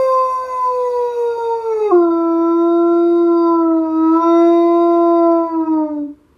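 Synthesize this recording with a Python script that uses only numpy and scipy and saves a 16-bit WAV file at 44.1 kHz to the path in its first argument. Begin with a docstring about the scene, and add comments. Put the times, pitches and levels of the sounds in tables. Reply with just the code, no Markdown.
"""A quiet, hard-walled kitchen where a large dog howls one long call.
The voice, sines on one sliding pitch, falls in a high, breathy register, breaks into a lower, clearer one and sags.
Each low harmonic swells and dips by itself as the call goes on.
Breath is noise puffed once a cycle and ringing in the throat; feedback delays make the echo.
Shaped noise makes the room tone: soft air, a low hum and a faint rumble."""
import sys
import numpy as np
from scipy import signal
from scipy.fft import rfft, irfft, next_fast_len
from scipy.io import wavfile
from scipy.ndimage import uniform_filter1d

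SR = 44100
rng = np.random.default_rng(int(sys.argv[2]) if len(sys.argv) > 2 else 0)


def master_out(mix):
    """Clip the mix to full scale and print it as 16-bit PCM to the path in sys.argv[1]."""
    frames = np.transpose(np.atleast_2d(mix))
    ceiling = np.clip(frames, -1, 1)
    pcm = np.round(ceiling * 32767).astype(np.int16)
    wavfile.write(sys.argv[1], SR, pcm)


def elevation(decibels):
    """Turn decibel levels (scalar or array-like) into linear amplitude ratios."""
    levels = np.asarray(decibels, float)
    return 10 ** (levels / 20)


N = 281177
BREAK_S = 1.91   # the voice breaks into the low register

# throat and mouth resonances: f/Hz, width/Hz, relative level for harmonics/dB, for breath/dB
THROAT_RESONANCES = [(663, 180, 3.5, 14), (1065, 340, -3.5, 11.5), (1460, 677, 12.5, -12.5),
                     (2083, 120, -0.5, 0.5), (2554, 160, -1.5, 6.5), (3758, 180, 4, 0.5),
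                     (4640, 400, -1.5, 1), (5710, 170, -7, 2), (6573, 270, -23.5, 0.5),
                     (9170, 270, -21, -17), (8700, 3200, -33.5, -7), (9800, 260, -32, -7),
                     (10830, 380, -26.5, -9.5), (12170, 1200, -28.5, -8.5)]


def in_time(rows):
    """Columns of a table, read at every sample."""
    s, *columns = np.transpose(rows)
    return [np.interp(np.arange(N) / SR, s, c) for c in columns]


def bump(s, half):
    """A bell-shaped rise and fall of height 1."""
    return np.exp(-((np.arange(N) / SR - s) / half) ** 2)


def rms_one(x):
    """Scale to unit power."""
    return x / np.sqrt(np.mean(x ** 2) + 1e-20)


def drift(rate_hz):
    """Slow chance of spread 1: noise at every 32nd sample, twice through a one-pole low-pass."""
    r = np.exp(-64 * np.pi * rate_hz / SR)
    noise = rng.standard_normal(N // 32 + 2002)
    slow = signal.lfilter([1], [1, -2 * r, r * r], noise)[2000:]   # without the filter's start
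    return np.interp(np.arange(N) / 32, np.arange(len(slow)), rms_one(slow))


def spectrum_grid(length):
    """Transform size for a length, and the frequency of each bin in Hz."""
    size = next_fast_len(length)
    return size, np.arange(size // 2 + 1) * SR / size


def coloured_noise(gain):
    """White noise shaped by a gain over frequency; rms 1."""
    size, hz = spectrum_grid(N)
    return rms_one(irfft(rfft(rng.standard_normal(size)) * gain(hz), size)[:N])


def resonance(hz, centre_hz, width_hz):
    """A resonance acting twice: steep skirts keep the valleys dark."""
    return 1 / (1 + (2 * (hz - centre_hz) / width_hz) ** 2)


def notched(hz):
    """Gain left by the side cavities, which swallow narrow bands."""
    # f/Hz, width/Hz
    cavities = [(1720, 120), (3020, 160), (4160, 300), (5300, 260), (7250, 90), (8100, 300)]
    depth = .97
    return np.prod([1 - depth * resonance(hz, *cavity) for cavity in cavities], axis=0)


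def formant_gain(hz):
    """Strength of a harmonic: the resonance powers add, the notches cut."""
    power = sum((elevation(db) * resonance(hz, centre, width)) ** 2 for centre, width, db, _ in THROAT_RESONANCES)
    return notched(hz) * np.sqrt(power)


def of_harmonic(rows, order, pitch):
    """The rows whose frequency falls on this harmonic at their time."""
    return [(s, *rest) for s, hz, *rest in rows if round(hz / pitch[int(s * SR)]) == order]


def harmonic_swells(order, pitch):
    """Level in dB by which one harmonic swells or sinks for a while."""
    # t/s, f/Hz, half length/s, level/dB
    swells = [(.04, 1050, 0.052, -9.5), (0.44, 511, 0.25, -13), (0.43, 1535, 0.11, 6.5),
              (1.116, 481, .05, -9), (1.385, 466, 0.048, -9), (1.9, 463, 0.2, 4), (1.53, 926, 0.049, 10.5),
              (1.92, 1074, 0.0067, 15), (1.92, 716, 0.011, 8), (3.15, 1365, 0.21, -7.5),
              (3.2, 684, .3, -8.5), (3.53, 1006, .08, 7.5), (.12, 4690, 0.16, 7.5), (0.13, 2080, .25, -4),
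              (2.6, 3720, 0.3, 6), (4.02, 644, 0.19, -11.5), (4.32, 1340, 0.19, 10.5),
              (4.2, 1002, 0.07, 8.5), (4.64, 1360, 0.12, -13), (4.62, 1020, 0.1, -4),
              (4.27, 1680, .09, -15), (5.315, 672, 0.3, 5.5), (5.25, 1345, 0.12, 6.5),
              (2.8, 1016, 0.18, -5), (0.771, 998, 0.045, -5), (3.88, 321, 0.059, -6), (5.48, 1990, .06, 7),
              (4.35, 4720, 0.26, -8.5), (3.42, 4720, 0.12, 8.5), (3.7, 1960, 0.09, 10),
              (2.3, 2335, 0.18, 11), (4.32, 3700, 0.033, 4), (.17, 1040, 0.13, 4.5), (0.66, 1008, .08, 6.5),
              (1.8, 348, 0.0066, -9.5), (5.63, 645, 0.17, -17.5), (5.9, 606, 0.031, -5)]
    return sum((db * bump(s, half) for s, half, db in of_harmonic(swells, order, pitch)), np.zeros(N))


def echo_nulls(order, pitch):
    """A harmonic cancels against its own echo: it shrinks to a depth while its phase turns half a cycle."""
    # t/s, f/Hz, half length/s, level at the deepest point/dB
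    cancellations = [(.338, 514, 0.061, -20.5), (.473, 1022, 0.042, -25.5), (.626, 505, 0.11, -25),
                     (.92, 983, 0.023, -20), (1.156, 958, 0.091, -8), (1.33, 942, 0.029, -29.5),
                     (1.624, 455, 0.038, -21), (1.758, 1318, 0.046, -13), (1.761, 878, 0.042, -11.5),
                     (1.83, 851, 0.0069, -18), (1.846, 1266, 0.016, -10.5), (1.893, 410, 0.017, -15.5),
                     (1.916, 372, 0.011, -28), (1.95, 1060, 0.014, -12.5), (2.004, 1379, 0.016, -12),
                     (2.064, 1015, 0.013, -28), (2.113, 670, 0.019, -10.5), (2.551, 673, 0.1, -17),
                     (3.089, 1023, 0.2, -19), (3.264, 1021, 0.051, -20), (3.575, 666, 0.03, -13.5),
                     (3.743, 980, .024, -10), (3.796, 974, .024, -19.5), (3.827, 1295, 0.064, -8.5),
                     (4.089, 648, 0.054, -21), (4.144, 984, 0.024, -25), (4.221, 334, 0.046, -20),
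                     (4.46, 1015, 0.1, -17), (5.489, 328, 0.095, -30), (5.491, 1314, .06, -28.5),
                     (5.56, 652, 0.017, -10), (5.601, 1286, 0.0063, -22), (5.647, 955, .014, -9),
                     (5.653, 318, 0.033, -15.5), (5.702, 630, 0.044, -14), (5.885, 303, 0.028, -20),
                     (5.917, 904, 0.0057, -24), (6.078, 298, 0.012, -7)]
    t, gain = np.arange(0, N, 16) / SR, 1
    for s, half, depth_db in of_harmonic(cancellations, order, pitch):
        side = np.tanh((t - s) / half)   # -1 before, +1 after: the tone comes back inverted
        gain = gain * (side + 1j * elevation(depth_db) * (1 - side ** 2))
    return np.interp(np.arange(N) / SR, t, gain)


def fold_flutter():
    """The folds flutter briefly: a fast tremolo of the fundamental."""
    # t/s, half length/s, rate/Hz, depth (0-1)
    flutters = [(1.381, 0.0092, 50, 1)]
    t = np.arange(N) / SR
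    return 1 + sum(depth * bump(s, half) * np.sin(2 * np.pi * hz * t) for s, half, hz, depth in flutters)


def low_harmonics(pitch, phase, starts, level_db, high, turn_db, beat_db, dying_db, fade_db):
    """Harmonics 1 to 4: sines coloured by their frequency, each with its own swells and nulls."""
    # colour of these harmonics: f/Hz, level/dB
    low_colour = [(300, -1), (520, 0), (670, -11.5), (870, -17.5), (1030, -13), (1340, -16), (1450, -37.5),
                  (1600, -38), (1900, -45.5), (2100, -35)]
    colour_hz, colour_db = np.transpose(low_colour)
    high_second_db = 6.5   # the second harmonic is stronger in the high register
    pose_db = [0, high_second_db * high + turn_db[0], turn_db[1], turn_db[2]]
    shimmer_db = .25
    flutter = fold_flutter()
    low = []
    for k in range(1, 5):
        db = level_db + np.interp(np.log(k * pitch), np.log(colour_hz), colour_db)
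        db = db + pose_db[k - 1] + np.log2(k) * dying_db
        db = db + harmonic_swells(k, pitch)
        db = db + fade_db * drift(7.7) * high * (k > 2)   # weak overtones of the high register come and go
        db = uniform_filter1d(db, size=600) + beat_db[k - 1] + shimmer_db * drift(43)
        tone = echo_nulls(k, pitch) * np.exp(1j * (k * phase + starts[k]))
        low.append(elevation(db) * tone.imag)
    low[0] = low[0] * flutter
    return np.sqrt(2) * sum(low)


def upper_harmonics(pitch, phase, starts, top_db, high, turn_db, slide, beat_db, dying_db, fade_db):
    """From the fifth up, a harmonic is as strong as the resonance it falls in, and fades by itself."""
    t = np.arange(N) / SR
    coarse = slice(None, None, 64)   # gains are worked out at every 64th sample
    # under 3.1 kHz: level at -50 dB of treble, share of the treble's swing, flare just before the break
    middle_db, follows, crack_half_s, crack_db = -53.5, 0.88, 0.059, 15.5
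    middle_db = middle_db + follows * (top_db + 50) + turn_db[3]
    middle_db = middle_db + crack_db * bump(BREAK_S - crack_half_s, crack_half_s) + 0.81 * dying_db
    # share of each harmonic that breaks up into grain, more while the pitch sags
    grain_held, grain_sagging, grain_hz = .15, .5, 22
    sagging = np.sqrt(slide) * (np.gradient(pitch) < 0)
    grainy = grain_held + (grain_sagging - grain_held) * sagging[coarse]
    fades = [drift(4.1)[coarse] for _ in range(12)]
    grains = [drift(grain_hz)[coarse] for _ in range(8)]
    flip = 1 - bump(BREAK_S + .003, .014)[coarse]   # they fall silent while the register flips
    upper = 0
    for k in range(5, 29):
        hz = k * pitch[coarse]
        db = fade_db * (0.48 + .4 * high[coarse]) * fades[k % 12] + beat_db[1 + k % 3][coarse]
        db = db + np.where(hz < 3100, middle_db[coarse], top_db[coarse])
        db = db + harmonic_swells(k, pitch)[coarse]
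        grain = np.sqrt(1 - grainy ** 2) + grainy * grains[k % 8]
        gain = formant_gain(hz) * elevation(db) * flip * grain
        upper = upper + np.interp(t, t[coarse], gain) * np.sin(k * phase + starts[k])
    return upper


def breath(phase, top_db, pulsing=.35, patchy_db=2.0, patch_hz=7.7):
    """Air puffed out once a cycle rings as noise in each resonance, each flickering in level by itself."""
    t = np.arange(N) / SR
    # level in each register at -51 dB of treble; share of the treble's swing
    high_db, low_db, follows = -45, -56, 0.6
    step_db = high_db - low_db
    breathy = np.exp(-np.maximum(t - BREAK_S, 0) / .08)   # calms down after the break
    # the top thins out in the high register (dB/s) and takes only a share of the drop at the break
    hiss_above_hz, hiss_fade_db_per_s, hiss_step = 7500, 4, 0.69
    hiss_db = (1 - hiss_step) * step_db * (1 - breathy) - hiss_fade_db_per_s * np.minimum(t, BREAK_S)
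    rasp_db = 9 * bump(1.9, .06)   # around the break the resonances of 2 to 3 kHz rasp
    size, hz = spectrum_grid(N)
    puffs = 1 + pulsing * np.cos(phase)
    whites = rfft(rng.standard_normal((2, N)) * puffs, size) * notched(hz)
    air = 0
    for k, (centre, width, _, db) in enumerate(THROAT_RESONANCES):
        band = irfft(whites[k % 2] * resonance(hz, centre, width), size)[:N]   # neighbours: unrelated noise
        db = db + patchy_db * drift(patch_hz)
        db = db + hiss_db * (centre > hiss_above_hz) + rasp_db * (2000 < centre < 3000)
        air = air + band * elevation(db)
    return rms_one(air) * elevation(low_db + step_db * breathy + follows * (top_db + 51))


def howl():
    """Steady fold vibration gives harmonics of one pitch; breath noise is pushed out once a cycle."""
    # pitch of the call: t/s, f/Hz
    call_pitch = [(0, 526.2), (.16, 518.8), (.46, 512.2), (.78, 499), (1.2, 475.5), (1.4, 463.8),
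                  (1.6, 458.5), (1.68, 450.1), (1.77, 433.1), (1.83, 425.7), (1.905, 411.6), (1.92, 357.6),
                  (2.01, 343.7), (2.1, 335.2), (2.35, 332.4), (2.7, 339.1), (3.18, 342.3), (3.53, 335.3),
                  (3.9, 318.8), (4.1, 323), (4.22, 334.5), (4.5, 339.1), (4.85, 341.1), (5.16, 338.5),
                  (5.47, 332.1), (5.6, 323.4), (5.75, 314.7), (6.02, 291.4), (6.15, 296)]
    # level of the first four harmonics, before their colour: t/s, level/dB
    call_level = [(0, -12.5), (.8, -15.5), (1.85, -19), (1.935, -10.5), (2.2, -15), (2.7, -10.5),
                  (3.3, -9.5), (3.85, -15), (4.15, -11.5), (4.45, -7.5), (4.7, -10), (5.3, -11),
                  (5.55, -13.5), (5.78, -12.5), (5.95, -20.5), (6.03, -20), (6.11, -28.5), (6.145, -45),
                  (6.26, -50)]
    # treble, which leads the harmonics from the fifth up and the breath: t/s, level/dB
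    treble = [(0, -47), (.36, -50.5), (1.8, -54), (2.05, -59), (3.0, -53), (3.48, -55.5), (3.63, -64.5),
              (3.9, -60), (4.17, -49), (4.24, -46), (4.45, -43), (4.55, -45.5), (5.15, -53), (5.98, -73),
              (6.1, -92)]
    # gain once the muzzle has swung round: harmonics 2, 3, 4, then the rest under 3.1 kHz [dB]
    turn_gains = [2, 2, -8, 5]
    (pitch,), (level_db,), (top_db,) = in_time(call_pitch), in_time(call_level), in_time(treble)
    t = np.arange(N) / SR
    jitter, fade_db = .0004, 4.0
    high = np.clip((BREAK_S - t) / 0.028, 0, 1)   # 1 in the high register, 0 in the low
    turned = np.clip((t - 4.17) / 0.052, 0, 1)   # the muzzle swings round to the front
    turn_db = [db * turned for db in turn_gains]
    # as the call dies, the overtones fall faster: 56 dB/s for each octave above the fundamental
    # in harmonics 2 to 4, a fixed share of it in those above, under 3.1 kHz
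    dying_db = -56 * np.maximum(t - 5.818, 0)
    phase = 2 * np.pi * np.cumsum(pitch * (1 + jitter * drift(29))) / SR
    starts = rng.uniform(0, 2 * np.pi, 30)
    # while the pitch slides, the overtones beat against their older echoes, 2 to 4 increasingly:
    # a random flicker stands for the beating
    slide = uniform_filter1d(np.abs(np.gradient(pitch)) * SR / pitch, size=4000)
    slide = np.clip(slide / .15, 0, 1) ** 2
    beat_db = [0] + [.9 * k * slide * drift(22) for k in (1, 2, 3)]
    low = low_harmonics(pitch, phase, starts, level_db, high, turn_db, beat_db, dying_db, fade_db)
    upper = upper_harmonics(pitch, phase, starts, top_db, high, turn_db, slide, beat_db, dying_db, fade_db)
    air = breath(phase, top_db)
    sounding = np.clip((call_level[-1][0] - t) / 0.13, 0, 1) * np.clip(t / 0.00044, 0, 1)
    return sounding * (low + upper + air)


def kitchen(x):
    """Echo between hard walls: feedback delays of unrelated lengths, duller on every round."""
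    # round trips between the walls: lag/s
    echo_lags = [.0213, .0247, .0279, .0311, .0337, .0373, .0419, .0461]
    t60_s, wall_cut_hz = .45, 8000   # decay before the walls' treble loss
    soft_below_hz = 505   # cupboard doors soak up the low end of the echo
    size, hz = spectrum_grid(N + SR)
    loss = 1 / np.sqrt(1 + (hz / wall_cut_hz) ** 2)
    rounds = [elevation(-60 * lag / t60_s) * loss * np.exp(-2j * np.pi * hz * lag) for lag in echo_lags]
    echoes = sum(r / (1 - r) for r in rounds)   # the endless feedback as a closed sum
    softened = 0.15 + 0.6 / (1 + (soft_below_hz / (hz + 1)) ** 4)
    return irfft(rfft(x, size) * softened * echoes, size)[:N]


def room_tone():
    """Noise through fixed spectra: soft broadband air, a low wavering hum and a lumpy rumble."""
    # spectrum of the air: f/Hz, relative level per Hz/dB
    air_colour = [(15, -43.5), (25, -24), (366, -4), (530, -17), (671, -22), (807, -27), (997, -15),
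                  (1830, -27.5), (5810, -39.5), (13500, -41.5)]
    # wavering low hum: f/Hz, width/Hz, level/dB
    hums = [(72, 24, -59.5)]
    # the rumble swells now and then: t/s, half length/s, level/dB
    rumble_swells = [(3.838, 0.51, 7), (5.794, 0.24, 4.5)]
    air_db, rumble_db = -57, -68
    points_hz, points_db = np.transpose(air_colour)
    air = coloured_noise(lambda hz: elevation(np.interp(np.log(hz + 1), np.log(points_hz), points_db)))
    hum = sum(elevation(db) * coloured_noise(lambda f: resonance(f, hz, width)) for hz, width, db in hums)
    rumble = coloured_noise(lambda hz: 1 / (1 + (2 * (hz - 150) / 140) ** 4))
    rumble_db = rumble_db + sum(db * bump(s, half) for s, half, db in rumble_swells)
    return elevation(air_db) * air + hum + rumble * elevation(rumble_db + 0.83 * drift(20))


def scene():
    """The dog, its echo in the room and the room tone."""
    dog = howl()
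    echo = elevation(-14) * kitchen(dog)
    return (dog + echo + room_tone())[None]


def roll_off(x):
    """The treble ends steeply here."""
    return signal.sosfilt(signal.butter(12, 13830, fs=SR, output="sos"), x)


def record(dry):
    """A phone microphone: mild gain control turns loud sound down and lets the room tone rise."""
    r = np.exp(-1 / (.12 * SR))   # power averaged over 0.12 s
    power = signal.lfilter([1 - r], [1, -r], dry[0] ** 2, zi=[.02])[0]
    gain_db = -.1 * (10 * np.log10(power + 1e-6) + 13)   # a tenth of the distance from -13 dB
    return roll_off(dry * elevation(gain_db))


dry = scene()
out = record(dry)
master_out(out)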